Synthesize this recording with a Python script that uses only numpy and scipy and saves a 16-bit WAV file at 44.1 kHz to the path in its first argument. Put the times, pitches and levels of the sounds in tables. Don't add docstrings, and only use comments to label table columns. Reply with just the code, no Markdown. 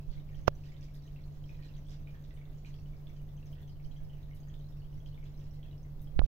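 import sys
import numpy as np
from scipy import signal
from scipy.fft import rfft, irfft
from scipy.io import wavfile

SR = 44100
rng = np.random.default_rng(int(sys.argv[2]) if len(sys.argv) > 2 else 0)


def wav_out(sig):
    wavfile.write(sys.argv[1], SR, np.round(np.clip(np.atleast_2d(sig).T, -1, 1) * 32767).astype(np.int16))


N = 277653


def gain_of(db):
    return 10 ** (np.asarray(db) / 20)


def evened(x):
    return x / np.sqrt(np.mean(x ** 2) + 1e-30)


def read(points, hz):
    f, value = np.transpose(points)
    return np.interp(np.log(hz + 1), np.log(f + 1), value)


def add(mix, start_s, sound):
    part = mix[max(round(start_s * SR), 0):][:len(sound)]
    part += sound[:len(part)]


def slow(top_hz):
    hz = np.fft.rfftfreq(N, 1 / SR)
    spectrum = rfft(rng.standard_normal(N)) / (1 + (hz / top_hz) ** 4)
    return evened(irfft(spectrum, N))


# frequency in Hz, decay time to -60 dB in s.
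ROOM_DECAY = [(1000, 0.4), (3000, 0.17), (7000, 0.225), (14000, 0.16)]


def room(x, wet_db, glass_db=-5, glass_s=0.01):
    size = SR // 3
    t = np.arange(size) / SR
    hits = rng.random((2, size)) < 3000 / SR
    walls = rng.choice([-1., 1.], (2, size)) * hits * (t > .006)
    hz, when, z = signal.stft(walls, SR, nperseg=256)
    decay = gain_of(-60 * when / read(ROOM_DECAY, hz)[:, None])
    tail = signal.istft(z * decay, SR, nperseg=256)[1][:, :size]
    glass_hits = rng.random((2, size)) < 900 / SR
    glass = rng.standard_normal((2, size)) * glass_hits * np.exp(-t / glass_s * 2) * (t > .002)
    echo = np.zeros((2, size))
    for db, h in ((wet_db, tail), (glass_db, glass)):
        echo += gain_of(db) * h / np.linalg.norm(h, axis=1, keepdims=True)
    return x + signal.fftconvolve(x, echo, axes=1)[:, :N]


# frequency in Hz, relative level in dB per Hz.
AIR_COLOUR = [(10, -0.5), (35, -2), (70, -8.5), (120, -15.5), (200, -19), (400, -28), (650, -32),
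              (1000, -38), (1800, -46), (4000, -50.5), (6500, -55), (8200, -59.5), (11000, -58),
              (13500, -49.5), (16000, -50.5)]
# frequency in Hz, left-right correlation (0 to 1).
AIR_LIKENESS = [(60, 0.81), (130, 0.95), (290, 0.69), (640, 0.49), (1400, 0.018), (15000, 0)]
# frequency in Hz, left minus right in dB.
AIR_TILT = [(20, -5.5), (100, -1), (400, 0), (1300, -2), (4400, -1.5), (8000, -0.5), (10500, 5), (15000, 4)]
AIR_DB = -48.5


def air(flicker_db=0.89, flicker_hz=24.76):
    hz = np.fft.rfftfreq(N, 1 / SR)
    a, b = rfft(rng.standard_normal((2, N)))
    same = np.clip(read(AIR_LIKENESS, hz), -1, 1)
    tilt_db = read(AIR_TILT, hz) / 2
    left = a * gain_of(tilt_db)
    right = (same * a + np.sqrt(1 - same ** 2) * b) * gain_of(-tilt_db)
    noise = evened(irfft(np.array([left, right]) * gain_of(read(AIR_COLOUR, hz)), N))
    return gain_of(AIR_DB + flicker_db * slow(flicker_hz)) * noise


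# mean frequency in Hz, left level in dB rms, right level in dB rms, both before the waver.
PUMP_TONES = [(25.4, -50, -49), (69.4, -58.5, -64.5), (93.53, -58, -59), (100, -63.5, -60.5),
              (140.1, -57.5, -58.5), (146.4, -49, -48), (157.7, -67.5, -67), (191, -73, -88),
              (199, -79, -79.5), (294, -75.5, -85.5), (298.8, -72.5, -76), (408.6, -81.5, -74),
              (496, -81, -89), (550, -84.5, -76.5), (612, -85.5, -89), (654, -82, -83.5)]


def pump(waver=0.053, drift_rad=0.091):
    t, out = np.arange(N) / SR, np.zeros((2, N))
    load = 1 + waver * slow(2.8)
    slip_rad = drift_rad * slow(3)
    for hz, left_db, right_db in PUMP_TONES:
        phase = 2 * np.pi * (hz * t + rng.random()) + slip_rad * hz / 150
        tone = np.sqrt(2) * np.sin(phase)
        out += gain_of([[left_db], [right_db]]) * tone * load
    return out


SEAL_S = 6.1922
# frequency in Hz, relative level in dB per Hz.
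HOUSING_COLOUR = [(20, -3.5), (110, 1.5), (200, -3.5), (285, -11), (380, -5), (450, -5.5), (570, 2),
                  (800, -4), (1150, -3), (1750, -8), (2200, -14.5), (3200, -20), (6400, -20), (8500, -45)]
# frequency in Hz, relative level in dB per Hz.
SCUFF_COLOUR = [(100, 5), (600, -1), (1600, -3), (2300, -7.5), (3500, -14.5), (6400, -15.5), (8200, -35),
                (11000, -41.5), (14000, -28), (16000, -28)]
# start in s, knock peak in dB, contact time in s, scuff level relative to the knock in dB, scuff length in s.
FINGER_TAPS = [(0.4793, -3.5, 0.00065, -18.5, 0.0041), (6.2164, -22.5, .0008, -20, 0.0014)]


def taps(lag_hz=520, muffle_hz=1300):
    size = 4096
    hz = np.fft.fftfreq(size, 1 / SR)
    log_gain = np.log(gain_of(read(HOUSING_COLOUR, abs(hz))))
    response = np.exp(np.conj(signal.hilbert(log_gain)))
    response *= ((1 - 1j * hz / lag_hz) / (1 + 1j * hz / lag_hz)) ** 2
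    housing = np.fft.ifft(response).real[:size // 2]
    t, out = np.arange(N) / SR, np.zeros(N)
    skin_gain = gain_of(read(SCUFF_COLOUR, np.fft.rfftfreq(N, 1 / SR)))
    skin = evened(irfft(rfft(rng.standard_normal(N)) * skin_gain, N))
    for start_s, db, contact_s, scuff_db, scuff_s in FINGER_TAPS:
        pulse = signal.windows.hann(max(round(contact_s * SR), 3))
        knock = np.convolve(housing, pulse)
        add(out, start_s, -gain_of(db) * knock / abs(knock).max())
        swell = np.exp(-abs((t - start_s - 2 * contact_s) / scuff_s) ** 1.62)
        out += gain_of(db + scuff_db) * skin * swell
    muffled = signal.sosfilt(signal.butter(N=4, Wn=muffle_hz, fs=SR, output="sos"), out)
    return np.where(t < SEAL_S, out, muffled)


# time of the peak in s, rumble level there in dB rms, time to swell or fade by 1/e in s.
GRIP_NUDGES = [(0.095, -27, .015), (0.185, -36, .025), (0.40, -37, .04), (3.95, -41.5, .2), (5.08, -45, .1),
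               (6.22, -10, .028)]


def grip():
    t = np.arange(N) / SR
    return sum(gain_of(db) * np.exp(-abs(t - peak_s) / swell_s) for peak_s, db, swell_s in GRIP_NUDGES)


def press(seal_db=-8, seal_hz=48, seal_t60_s=.11, crackle_db=-28, crackle_t60_s=0.023, dull_hz=4700,
          slide_db=-62):
    t = np.arange(SR // 8) / SR
    jump = gain_of(seal_db - 60 * t / seal_t60_s) * np.cos(2 * np.pi * seal_hz * t - np.pi / 4)
    crackle = gain_of(crackle_db - 60 * t / crackle_t60_s) * slow(1900)[:len(t)]
    out = grip() * slow(48)
    add(out, SEAL_S, jump + crackle)
    out = signal.sosfilt(signal.butter(N=14, Wn=min(dull_hz, SR / 3), fs=SR, output="sos"), out)
    slide = gain_of(slide_db) * slow(5500)[:len(t)] * signal.windows.hann(len(t))
    add(out, SEAL_S, slide)
    return out


LAG_S = .00032


def ports(x, pan_db):
    return gain_of([[pan_db / 2], [-pan_db / 2]]) * np.array([x, np.roll(x, round(LAG_S * SR))])


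def ring(hz, cycles, rise):
    age = np.arange(int(cycles / hz * SR) + 8) / SR * hz / cycles
    return gain_of(-60 * age) * np.sin(2 * np.pi * cycles * (age + rise * age ** 2))


# frequency in Hz, relative level in dB.
SWARM_COLOUR = [(1500, -5.5), (2300, -6.5), (2750, -2), (3300, 1), (4000, -3), (4500, -2.5), (5000, -1),
                (5700, -1.5), (6400, -3), (7200, -13), (8500, -33)]


def swarm(per_s, spread_db, cycles, low_hz=1500, top_hz=8500):
    out = np.zeros(N)
    for when, place, heft in rng.random((round(per_s * N / SR), 3)):
        hz = low_hz * (top_hz / low_hz) ** place
        gain = gain_of(spread_db * heft + read(SWARM_COLOUR, hz)) * np.sqrt(hz)
        add(out, when * N / SR, gain * ring(hz, cycles, 0.066))
    return evened(out)


def dribble(level_db=-80.5, pan_db=-2.5):
    plinks = gain_of(level_db) * swarm(per_s=75, spread_db=15, cycles=75, top_hz=7000)
    return room(ports(plinks, pan_db), wet_db=-0.5)


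# start in s, strength in dB before the spatter gain, time from start to fall in s.
TRICKLE_SPURTS = [(0.11, -68.5, .04), (0.345, -71, .04), (0.63, -68.5, .035), (0.71, -69, .02),
                  (0.80, -66.5, .045), (0.94, -68, .015), (1.315, -70, .03), (1.455, -73, .03),
                  (1.612, -64.5, .045), (1.755, -69, .025), (1.882, -65, .06), (2.22, -69.5, .03),
                  (2.525, -73, .025), (2.65, -64.5, .025), (2.735, -70.5, .015), (3.145, -73, .02),
                  (3.455, -71, .02), (3.545, -69.5, .07), (3.90, -70, .015), (4.15, -73, .05),
                  (4.35, -72.5, .02), (5.055, -72, .015), (5.22, -69, .04), (5.39, -71, .06),
                  (5.535, -73, .012), (5.635, -68, .015)]
SPURT_RISE_S, SPURT_FALL_DB_PER_S = .01, 420
TRICKLE_DB, EASING_DB_PER_S = -76.5, 0.9


def flow():
    t = np.arange(N) / SR
    power = gain_of(TRICKLE_DB - EASING_DB_PER_S * t) ** 2
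    age = t[:SR // 2]
    for start_s, db, hold_s in TRICKLE_SPURTS:
        rise = np.minimum(age / SPURT_RISE_S, 1)
        fall_db = SPURT_FALL_DB_PER_S * np.maximum(age - hold_s, 0)
        add(power, start_s, (rise * gain_of(db - fall_db)) ** 2)
    return np.sqrt(power)


def spatter(level_db=-5.0, pan_db=-4.5):
    fizz = swarm(per_s=650, spread_db=19.5, cycles=23) * gain_of(level_db) * flow()
    return room(ports(fizz, pan_db), wet_db=1)


# start in s, level in dB before the common gain, pitch at the start in Hz.
CLEAR_PIPS = [(0.9413, -56, 12000), (1.8694, -67, 7790), (2.341, -64, 8590), (3.2146, -62, 12800),
              (3.5194, -54, 14700), (3.6187, -59, 13400), (4.349, -55.5, 11600), (5.5373, -62, 12200),
              (6.0187, -50.5, 13400)]


def pips(level_db=7, cycles=13, pan_db=6, faint_per_s=9, faint_db=-69, faint_spread_db=10):
    out = np.zeros(N)
    for start_s, db, hz in CLEAR_PIPS:
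        add(out, start_s, gain_of(db + level_db) * ring(hz, cycles, 0.12))
    for when, pitch, heft in rng.random((round(faint_per_s * N / SR), 3)):
        tick = ring(11000 + 4000 * pitch, cycles, .1)
        add(out, when * N / SR, gain_of(faint_db + faint_spread_db * heft) * tick)
    return room(ports(out, pan_db), wet_db=4)


# start in s, level in dB before the common gain, pitch at the start in Hz,
# left minus right in dB.
CLEAR_BUBBLES = [(0.11, -59, 4400, -1.5), (0.135, -58, 4400, 2), (0.174, -61, 2170, 0),
                 (0.199, -61, 3590, -4), (0.29, -60, 2260, 3), (0.319, -62, 1810, -4),
                 (0.346, -61, 3110, -8), (0.637, -60.5, 2560, -6), (0.685, -62, 1950, -4.5),
                 (0.719, -60.5, 2180, -6), (0.766, -60, 3570, -6), (0.809, -60, 5640, -4),
                 (0.819, -63, 2640, -3.5), (0.884, -63, 2220, -7), (0.946, -61, 3560, -4.5),
                 (1.078, -61, 2990, -6), (1.161, -58.5, 2600, -4), (1.189, -63, 2160, -5.5),
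                 (1.239, -61, 4250, -5), (1.44, -59.5, 3100, -6), (1.493, -52, 2440, 0),
                 (1.546, -61, 2410, -3.5), (1.59, -61, 1830, -9), (1.626, -60, 2380, -5.5),
                 (1.689, -61.5, 2750, -8), (1.739, -62.5, 3890, -10), (1.885, -61, 3460, -9),
                 (1.941, -63, 3510, -10), (2.073, -53.5, 2350, -4), (2.147, -57, 1730, -1.5),
                 (2.307, -59, 1970, -6), (2.308, -62, 3500, -5), (2.375, -62, 2200, -6),
                 (2.414, -59.5, 2200, -5.5), (2.648, -52, 2360, -3), (2.741, -58.5, 3220, -8),
                 (2.799, -63, 5450, -2.5), (2.859, -64, 2920, -6), (2.934, -62, 2240, -3.5),
                 (3.07, -55.5, 3390, -8), (3.099, -61, 2200, -2.5), (3.289, -64, 3470, -4.5),
                 (3.377, -63, 3050, -3), (3.427, -61, 2670, -3), (3.529, -58, 3080, -4.5),
                 (3.57, -62.5, 1850, -2.5), (3.679, -63.5, 3110, -9), (3.799, -62.5, 2220, -2.5),
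                 (3.913, -60.5, 3140, -6), (4.097, -62, 3000, -5), (4.133, -61, 2910, -3.5),
                 (4.311, -57.5, 2130, -2), (4.473, -61.5, 1780, -1.5), (4.499, -61.5, 3210, -3),
                 (4.541, -55, 3460, -6), (4.724, -64, 3580, .5), (4.77, -64, 5350, -2.5),
                 (4.846, -64, 3130, -2.5), (5.061, -53.5, 3110, -2.5), (5.145, -59, 3480, -3.5),
                 (5.177, -58, 2230, 1), (5.228, -58.5, 2190, 1), (5.63, -55.5, 3200, -3),
                 (5.712, -62, 3750, -2), (5.729, -63, 2860, -4), (5.849, -62, 2010, 3)]


def bubbles(level_db=2.0, cycles=54, rise=0.1, splash_db=-11.0, splash_cycles=9,
            train_db=-14, train_s=.035, train_spread=1.5):
    out = np.zeros((2, N))
    chances = rng.uniform(-0.9, 1, (len(CLEAR_BUBBLES), 5, 3))
    for (start_s, db, hz, pan_db), chance in zip(CLEAR_BUBBLES, chances):
        life, colour, _ = chance[0]
        plink = np.zeros(SR // 10)
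        add(plink, 0, ring(hz, cycles * 1.23 ** life, rise))
        splash = ring(hz * 1.2 * 1.15 ** colour, splash_cycles, 0)
        add(plink, 0, gain_of(splash_db) * splash)
        for late, pitch, heft in chance[1:]:
            follower = ring(hz * 1.092 * train_spread ** pitch, cycles * 0.62, rise)
            follower_gain = gain_of(train_db + 3 * (heft - late))
            add(plink, train_s * (1 + late) / 2, follower_gain * follower)
        add(out[0], start_s, gain_of(level_db + db + pan_db / 2) * plink)
        add(out[1], start_s + LAG_S, gain_of(level_db + db - pan_db / 2) * plink)
    return room(out, wet_db=-1.5)


def scene():
    finger = np.array([np.zeros(N), taps() + press()])
    return air() + pump() + finger + dribble() + spatter() + pips() + bubbles()


STOP_S, STOP_FADE_S, EDGE_HZ = 6.2655, .004, 15850


def record(dry):
    running = np.clip((STOP_S - np.arange(N) / SR) / STOP_FADE_S, 0, 1)
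    edge = signal.firwin(511, EDGE_HZ, window=("kaiser", 9), fs=SR)
    return signal.oaconvolve(dry * running, edge[None], "same")


dry = scene()
out = record(dry)
wav_out(out)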